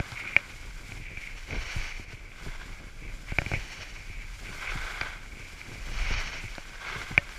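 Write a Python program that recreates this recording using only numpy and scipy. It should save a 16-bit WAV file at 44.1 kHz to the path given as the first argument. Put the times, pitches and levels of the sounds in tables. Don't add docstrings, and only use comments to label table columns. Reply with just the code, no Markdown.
import sys
import numpy as np
from scipy import signal
from scipy.fft import rfft, irfft, next_fast_len
from scipy.io import wavfile
from scipy.ndimage import uniform_filter1d, map_coordinates

SR = 44100
rng = np.random.default_rng(int(sys.argv[2]) if len(sys.argv) > 2 else 0)


def unload_wav(signal):
    wavfile.write(
        sys.argv[1],
        SR,
        np.round(np.clip(np.atleast_2d(signal).T, -1, 1) * 32767).astype(np.int16),
    )


N = 325458

# f/Hz, level/dB
WIND_EQ = [(10, -9), (24, 5), (42, 0), (62, -11), (110, -20), (220, -42), (800, -81)]
# t/s, level/dB
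GUSTS = [(0.0, -49), (0.33, -47.5), (0.68, -39), (1.52, -39.5), (1.58, -27.5), (1.72, -39.5), (1.77, -26),
         (1.89, -38), (2.32, -41), (2.49, -34.5), (2.84, -42.5), (3.1, -33.5), (3.19, -41), (3.33, -35),
         (3.41, -40), (3.53, -31), (3.74, -44), (4.01, -37), (4.62, -40.5), (4.73, -31), (4.83, -37),
         (5.65, -44), (6.17, -23), (6.23, -36), (6.68, -41), (7.38, -39)]
# f/Hz, level/dB
JUDDER_EQ = [(30, -31), (75, 1), (140, -2), (220, -8.5), (350, -11), (550, -15), (1200, -26), (4000, -66)]
# middle t/s, length/s, buzz level/dB, judder level/dB
ROUGH_PATCHES = [(0.277, 0.16, -38, -50), (0.877, 0.16, -54, -52), (1.055, 0.062, -41, -49),
                 (1.225, 0.17, -41.5, -51.5), (1.55, 0.051, -41.5, -40), (1.812, 0.45, -45, -63),
                 (2.258, .04, -50, -57), (3.07, 0.096, -47.5, -49.5), (3.31, 0.038, -40, -51),
                 (3.553, 0.053, -35.5, -40), (3.972, 0.038, -47.5, -60), (4.188, 0.12, -46, -52),
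                 (4.47, 0.081, -44, -49), (4.688, 0.05, -35.5, -69), (5.435, 0.11, -47.5, -53),
                 (5.723, 0.13, -49, -46), (6.08, 0.11, -39.5, -51), (6.398, .13, -41.5, -51.5)]
# t/s, level/dB
BUMPS = [(0.121, -29.5), (0.891, -36), (0.918, -33.5), (1, -35), (1.762, -23), (1.997, -32), (2.13, -33),
         (2.463, -28.5), (2.701, -36.5), (3.023, -37), (3.462, -29.5), (3.564, -28.5), (4.099, -33),
         (4.753, -27), (5.714, -31.5), (6.108, -28), (6.439, -29.5), (6.96, -31.5), (7.11, -26.5)]
# f/Hz, level/dB
THUD_EQ = [(30, -10.5), (110, 9), (200, -6), (380, -10.5), (520, -22.5), (900, -19), (2000, -56),
           (6000, -78)]
# t/s, level/dB
CRUMBS = [(0.1192, -24), (3.6331, -46), (5.0119, -12), (6.1395, -17), (6.552, -25.5), (7.2913, -28)]
# f/Hz, level/dB
TICK_EQ = [(200, -56), (900, 10), (1550, 8.5), (1900, 7), (3000, 4), (3800, 3), (4700, 8), (6200, -7),
           (8500, -41), (15000, -47)]
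# t/s, clack level/dB, knock level/dB, thump level/dB
CLACKS = [(0.0004, -23.5, -19, -10), (0.3647, -2, -18.5, -20.5), (0.9206, -28.5, -38, -39),
          (1.1726, -30, -41, -28), (1.2146, -42, -49, -40), (1.5078, -26.5, -50, -28),
          (2.3181, -36, -46, -50), (3.3202, -44, -28, -15.5), (3.3859, -9, -14, -11.5),
          (3.4179, -30, -22.5, -19.5), (3.4625, -22, -37.5, -17), (3.5163, -28, -19.5, -14.5),
          (3.5367, -31, -21, -13), (5.014, -19, -25.5, -22), (5.6146, -29, -56, -38),
          (6.5817, -31, -24.5, -43), (7.1781, -2, -14, -10.5)]
# f/Hz, level/dB, t60/s
SHELL_MODES = [(1614, -32, 0.031), (1830, -22.5, 0.053), (2810, -26, 0.046), (3460, -45, 0.027),
               (4500, -21.5, 0.005)]
# f/Hz, level/dB, t60/s
MOUNT_MODES = [(572.5, -17, 0.091), (702, -16.5, 0.03), (940, -34, .018)]
# f/Hz, level/dB
KNOCK_EQ = [(20, -22), (70, -8), (150, 7), (330, 5), (470, -14), (590, 4), (900, -1.5), (1120, -10),
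            (1550, 4), (1900, -21.5), (3000, -33), (4000, -16), (12000, -29)]
# f/Hz, width/Hz, level/dB
CASE_COLOUR = [(340, 270, 5.5), (1537, 170, 5), (1805, 134, -12), (2160, 250, 10), (3290, 360, 3),
               (4840, 160, 6), (5340, 260, 1), (5600, 290, 0.5), (7220, 500, 4), (8600, 1400, -4.5),
               (9020, 490, 3.5)]
# f/Hz, width/Hz, level/dB
WALL_COLOUR = [(2380, 500, 7.5), (2960, 240, 6.5), (3570, 130, -14), (4470, 200, 5), (5140, 140, -16),
               (5470, 440, 6.5), (6400, 310, 2.5)]
# t/s, level/dB
SLIDE_FADER = [(0.04, -62.5), (0.1, -62), (0.32, -65), (0.86, -64.5), (0.88, -61), (1.08, -70),
               (1.26, -63.5), (1.33, -67.5), (1.84, -62), (2.06, -72), (2.33, -69.5), (2.45, -66),
               (2.68, -65.5), (2.9, -69.5), (3.41, -61.5), (4.07, -67.5), (4.15, -68), (4.44, -61),
               (4.82, -60), (5.09, -63), (5.17, -67.5), (6.03, -61), (6.17, -72), (6.21, -58),
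               (6.25, -65.5), (6.52, -64), (6.77, -65.5), (6.81, -63), (6.97, -63.5), (6.99, -57),
               (7.17, -66.5), (7.38, -60)]
# f/Hz, level/dB
GLIDE_EQ = [(300, -2), (1000, -27), (3000, 5), (7300, 4.5), (8500, 2.5), (11000, -4), (15000, -11)]
# f/Hz, level/dB
SPRAY_EQ = [(250, -6.5), (600, -1), (1300, -1.5), (2000, 5.5), (2900, -0.5), (3800, -2), (6300, -4.5),
            (7500, -21.5), (10000, -39), (15000, -36)]
# f/Hz, level/dB
SCRAPE_EQ = [(150, -26), (400, -12), (750, -5), (1250, 0.5), (1700, 3), (2600, -11), (3500, -8.5),
             (6000, -27), (12000, -49)]
# full bite t/s, hold/s, rise/s, release/s, scrape level/dB, spray level/dB
TURNS = [(0.003, 0.29, .2, 0.43, -47.5, -62), (1.53, 0.052, 0.065, 0.17, -47, -51),
         (1.718, 0.15, 0.45, 0.24, -48, -39.5), (2.111, 0.02, 0.032, 0.034, -50, -46.5),
         (2.45, 0.15, 0.27, 0.52, -48.5, -59), (3.52, .3, 0.25, 0.35, -68.5, -44.5),
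         (4.621, .44, 0.099, 0.22, -39, -54.5), (6.05, 0.14, 0.31, 0.44, -42, -37.5),
         (6.852, 0.1, 0.18, 0.58, -39.5, -48)]


def amp(db):
    return 10 ** (np.asarray(db) / 20)


def unit(x):
    return x / np.sqrt(np.mean(x ** 2) + 1e-20)


def eq_gain(eq, hz):
    f, db = np.transpose(eq)
    return amp(np.interp(np.log(hz + 1), np.log(f), db))


def fader(points):
    return np.interp(np.arange(N) / SR, *np.transpose(points))


def wobble(rate):
    knots = rng.standard_normal(4096)
    coarse = np.arange(0, N, 32)
    return np.interp(np.arange(N), coarse, map_coordinates(knots, [coarse * rate / SR], mode="wrap"))


def swells(rows):
    coarse = np.arange(0, N, 32)
    power = sum(amp(db) ** 2 * np.exp(-(2 * (coarse / SR - s) / length) ** 2) for s, length, db in rows)
    return np.interp(np.arange(N), coarse, np.sqrt(power))


def filtered(x, response):
    size = next_fast_len(len(x) + SR // 4)
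    return irfft(rfft(x, size) * response(np.fft.rfftfreq(size, 1 / SR)), size)[:len(x)]


def through_case(x, eq, colour):
    def colour_db(hz):
        return sum(db / (1 + (2 * (hz - centre) / width) ** 2) for centre, width, db in colour)
    return unit(filtered(x, lambda hz: eq_gain(eq, hz) * amp(colour_db(hz))))


def pulse(eq, size=4096):
    cepstrum = irfft(np.log(eq_gain(eq, np.fft.rfftfreq(size, 1 / SR))))
    cepstrum[1:size // 2] *= 2
    cepstrum[size // 2 + 1:] = 0
    hit = irfft(np.exp(rfft(cepstrum)))
    return hit / np.abs(hit).max()


def ring(modes, t, scatter_db=1.5):
    return sum(amp(db + scatter_db * rng.standard_normal() - 60 * t / t60) * np.sin(2 * np.pi * hz * t)
               for hz, db, t60 in modes)


def bloom(t, hz, peak_s):
    return t / peak_s * np.exp(1 - t / peak_s) * np.sin(2 * np.pi * hz * t)


def add(track, s, sound):
    start = round(s * SR)
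    track[start:start + len(sound)] += sound[:N - start]


def grains(rate, share):
    impacts = (rng.random(N) < rate / SR) * rng.standard_normal(N)
    return np.sqrt(share) * unit(impacts) + np.sqrt(1 - share) * rng.standard_normal(N)


def strikes(hits, eq, crunch_db, crunch_t60):
    track, t = np.zeros(N), np.arange(SR // 16) / SR
    push = pulse(eq)
    for s, db in hits:
        crunch = rng.standard_normal(len(t)) * amp(-60 * t / crunch_t60)
        force = (t == 0) + amp(crunch_db) * crunch / np.linalg.norm(crunch)
        blow = signal.fftconvolve(force, push)
        add(track, s, amp(db) * blow * np.linalg.norm(push) / np.linalg.norm(blow))
    return track


def wind(mean_db=-42, gust_depth=1.15):
    eddies = filtered(rng.standard_normal(N), lambda hz: eq_gain(WIND_EQ, hz))
    bed = eddies / np.sqrt(np.abs(uniform_filter1d(eddies ** 2, size=SR // 8)) + 1e-12)
    gust_db = fader(GUSTS)
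    return bed * amp(mean_db + gust_depth * (gust_db - gust_db.mean()) + 2.0 * wobble(9.8))


def ski_judder(edge_spray, flat_db=-53.5, plough_knee_db=-52):
    plough = np.hypot(1, edge_spray / amp(plough_knee_db)) ** 0.11
    rough = swells([(s, length, db) for s, length, _, db in ROUGH_PATCHES])
    ruts = grains(rate=260, share=0.41) * amp(3.2 * wobble(18))
    judder = unit(filtered(ruts, lambda hz: eq_gain(JUDDER_EQ, hz)))
    return np.hypot(amp(flat_db) * plough, rough) * judder


def bump_thuds(sway_db=-14.5):
    track = strikes(BUMPS, THUD_EQ, crunch_db=2.5, crunch_t60=0.071)
    sway = bloom(np.arange(SR // 4) / SR, hz=36.8, peak_s=0.031)
    for s, db in BUMPS:
        add(track, s, amp(db + sway_db) * sway)
    return track


def ice_ticks():
    return strikes(CRUMBS, TICK_EQ, crunch_db=6, crunch_t60=0.0071)


def case_buzz(edge_scrape, idle_db=-56, edge_send_db=-8.5, centre_hz=2270, width_hz=450):
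    def resonance(hz):
        return 1j * hz * width_hz / (centre_hz ** 2 - hz ** 2 + 1j * hz * width_hz)
    running = np.hypot(amp(idle_db + 2.1 * wobble(16)), amp(edge_send_db) * edge_scrape)
    rough = swells([(s, length, db) for s, length, db, _ in ROUGH_PATCHES])
    flurries = grains(rate=990, share=0.37) * amp(2.1 * wobble(80))
    hard_taps = amp(-9.5) * grains(rate=28, share=1)
    chatter = unit(filtered(flurries + hard_taps, lambda hz: resonance(hz) ** 2))
    return np.hypot(running, rough) * chatter


def case_clacks(thump_hz=128, thump_t60=0.016):
    track, t = np.zeros(N), np.arange(4096) / SR
    clack = bloom(t, hz=2310, peak_s=0.00079)
    knock = pulse(KNOCK_EQ, size=len(t))
    thump = amp(-60 * t / thump_t60) * np.sin(2 * np.pi * thump_hz * t)
    for s, clack_db, knock_db, thump_db in CLACKS:
        add(track, s, amp(clack_db) * (clack + ring(SHELL_MODES, t)))
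        add(track, s, -amp(knock_db) * (knock + ring(MOUNT_MODES, t)))
        add(track, s + 0.00286, amp(thump_db) * thump)
    return track


def soften(x, corner_hz):
    return signal.sosfilt(signal.butter(3, corner_hz, fs=SR, output="sos"), x)


def edge_bite(ramp_db=19):
    t, scrape_power, spray_power = np.arange(N) / SR, 0, 0
    for s, hold, rise, release, scrape_db, spray_db in TURNS:
        before, after = np.maximum(s - t, 0), np.maximum(t - s - hold, 0)
        bite = amp(-ramp_db * (before / rise + after / release))
        scrape_power += (amp(scrape_db) * bite) ** 2
        spray_power += (amp(spray_db) * bite) ** 2
    return np.sqrt(scrape_power), np.sqrt(spray_power)


def skis_on_slush(edge_scrape, edge_spray, splash_s=0.07, splash_send_db=-25.5):
    heaps = amp(0.65 * wobble(22))
    clumps = wobble(45)
    shearing = grains(rate=3000, share=0.57) * amp(clumps + 1.9 * wobble(170))
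    patter = grains(rate=5000, share=0.43) * amp(2.26 * clumps)
    wet_patches = amp(0.17 * wobble(22) + 1.05 * wobble(60))
    sliding = grains(rate=5500, share=0.22) * wet_patches
    slide_db = fader(SLIDE_FADER)
    splash = swells([(s, splash_s, db + splash_send_db) for s, db in BUMPS])
    thrown = np.hypot(edge_spray, splash)
    glide = np.hypot(amp(slide_db + 8.5), amp(-2) * splash) * through_case(sliding, GLIDE_EQ, CASE_COLOUR)
    spray = np.hypot(amp(slide_db + 9.5), thrown) * through_case(patter, SPRAY_EQ, WALL_COLOUR)
    scrape = np.hypot(amp(slide_db + 11), edge_scrape) * through_case(shearing, SCRAPE_EQ, CASE_COLOUR)
    return heaps * (glide + spray + scrape)


def scene():
    edge_scrape, edge_spray = edge_bite()
    thuds = bump_thuds()
    contacts = soften(ice_ticks() + case_clacks(), corner_hz=5600)
    skis = skis_on_slush(edge_scrape, edge_spray)
    buzz = case_buzz(edge_scrape)
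    rumble = wind() + ski_judder(edge_spray)
    return (rumble + thuds + contacts + buzz + skis)[None]


def record(dry):
    low_cut_hz, top_hz = 13.8, 15250
    low_cut = signal.butter(2, low_cut_hz, "highpass", fs=SR, output="sos")
    return filtered(signal.sosfilt(low_cut, dry[0]), lambda hz: hz < top_hz)[None]


dry = scene()
out = record(dry)
unload_wav(out)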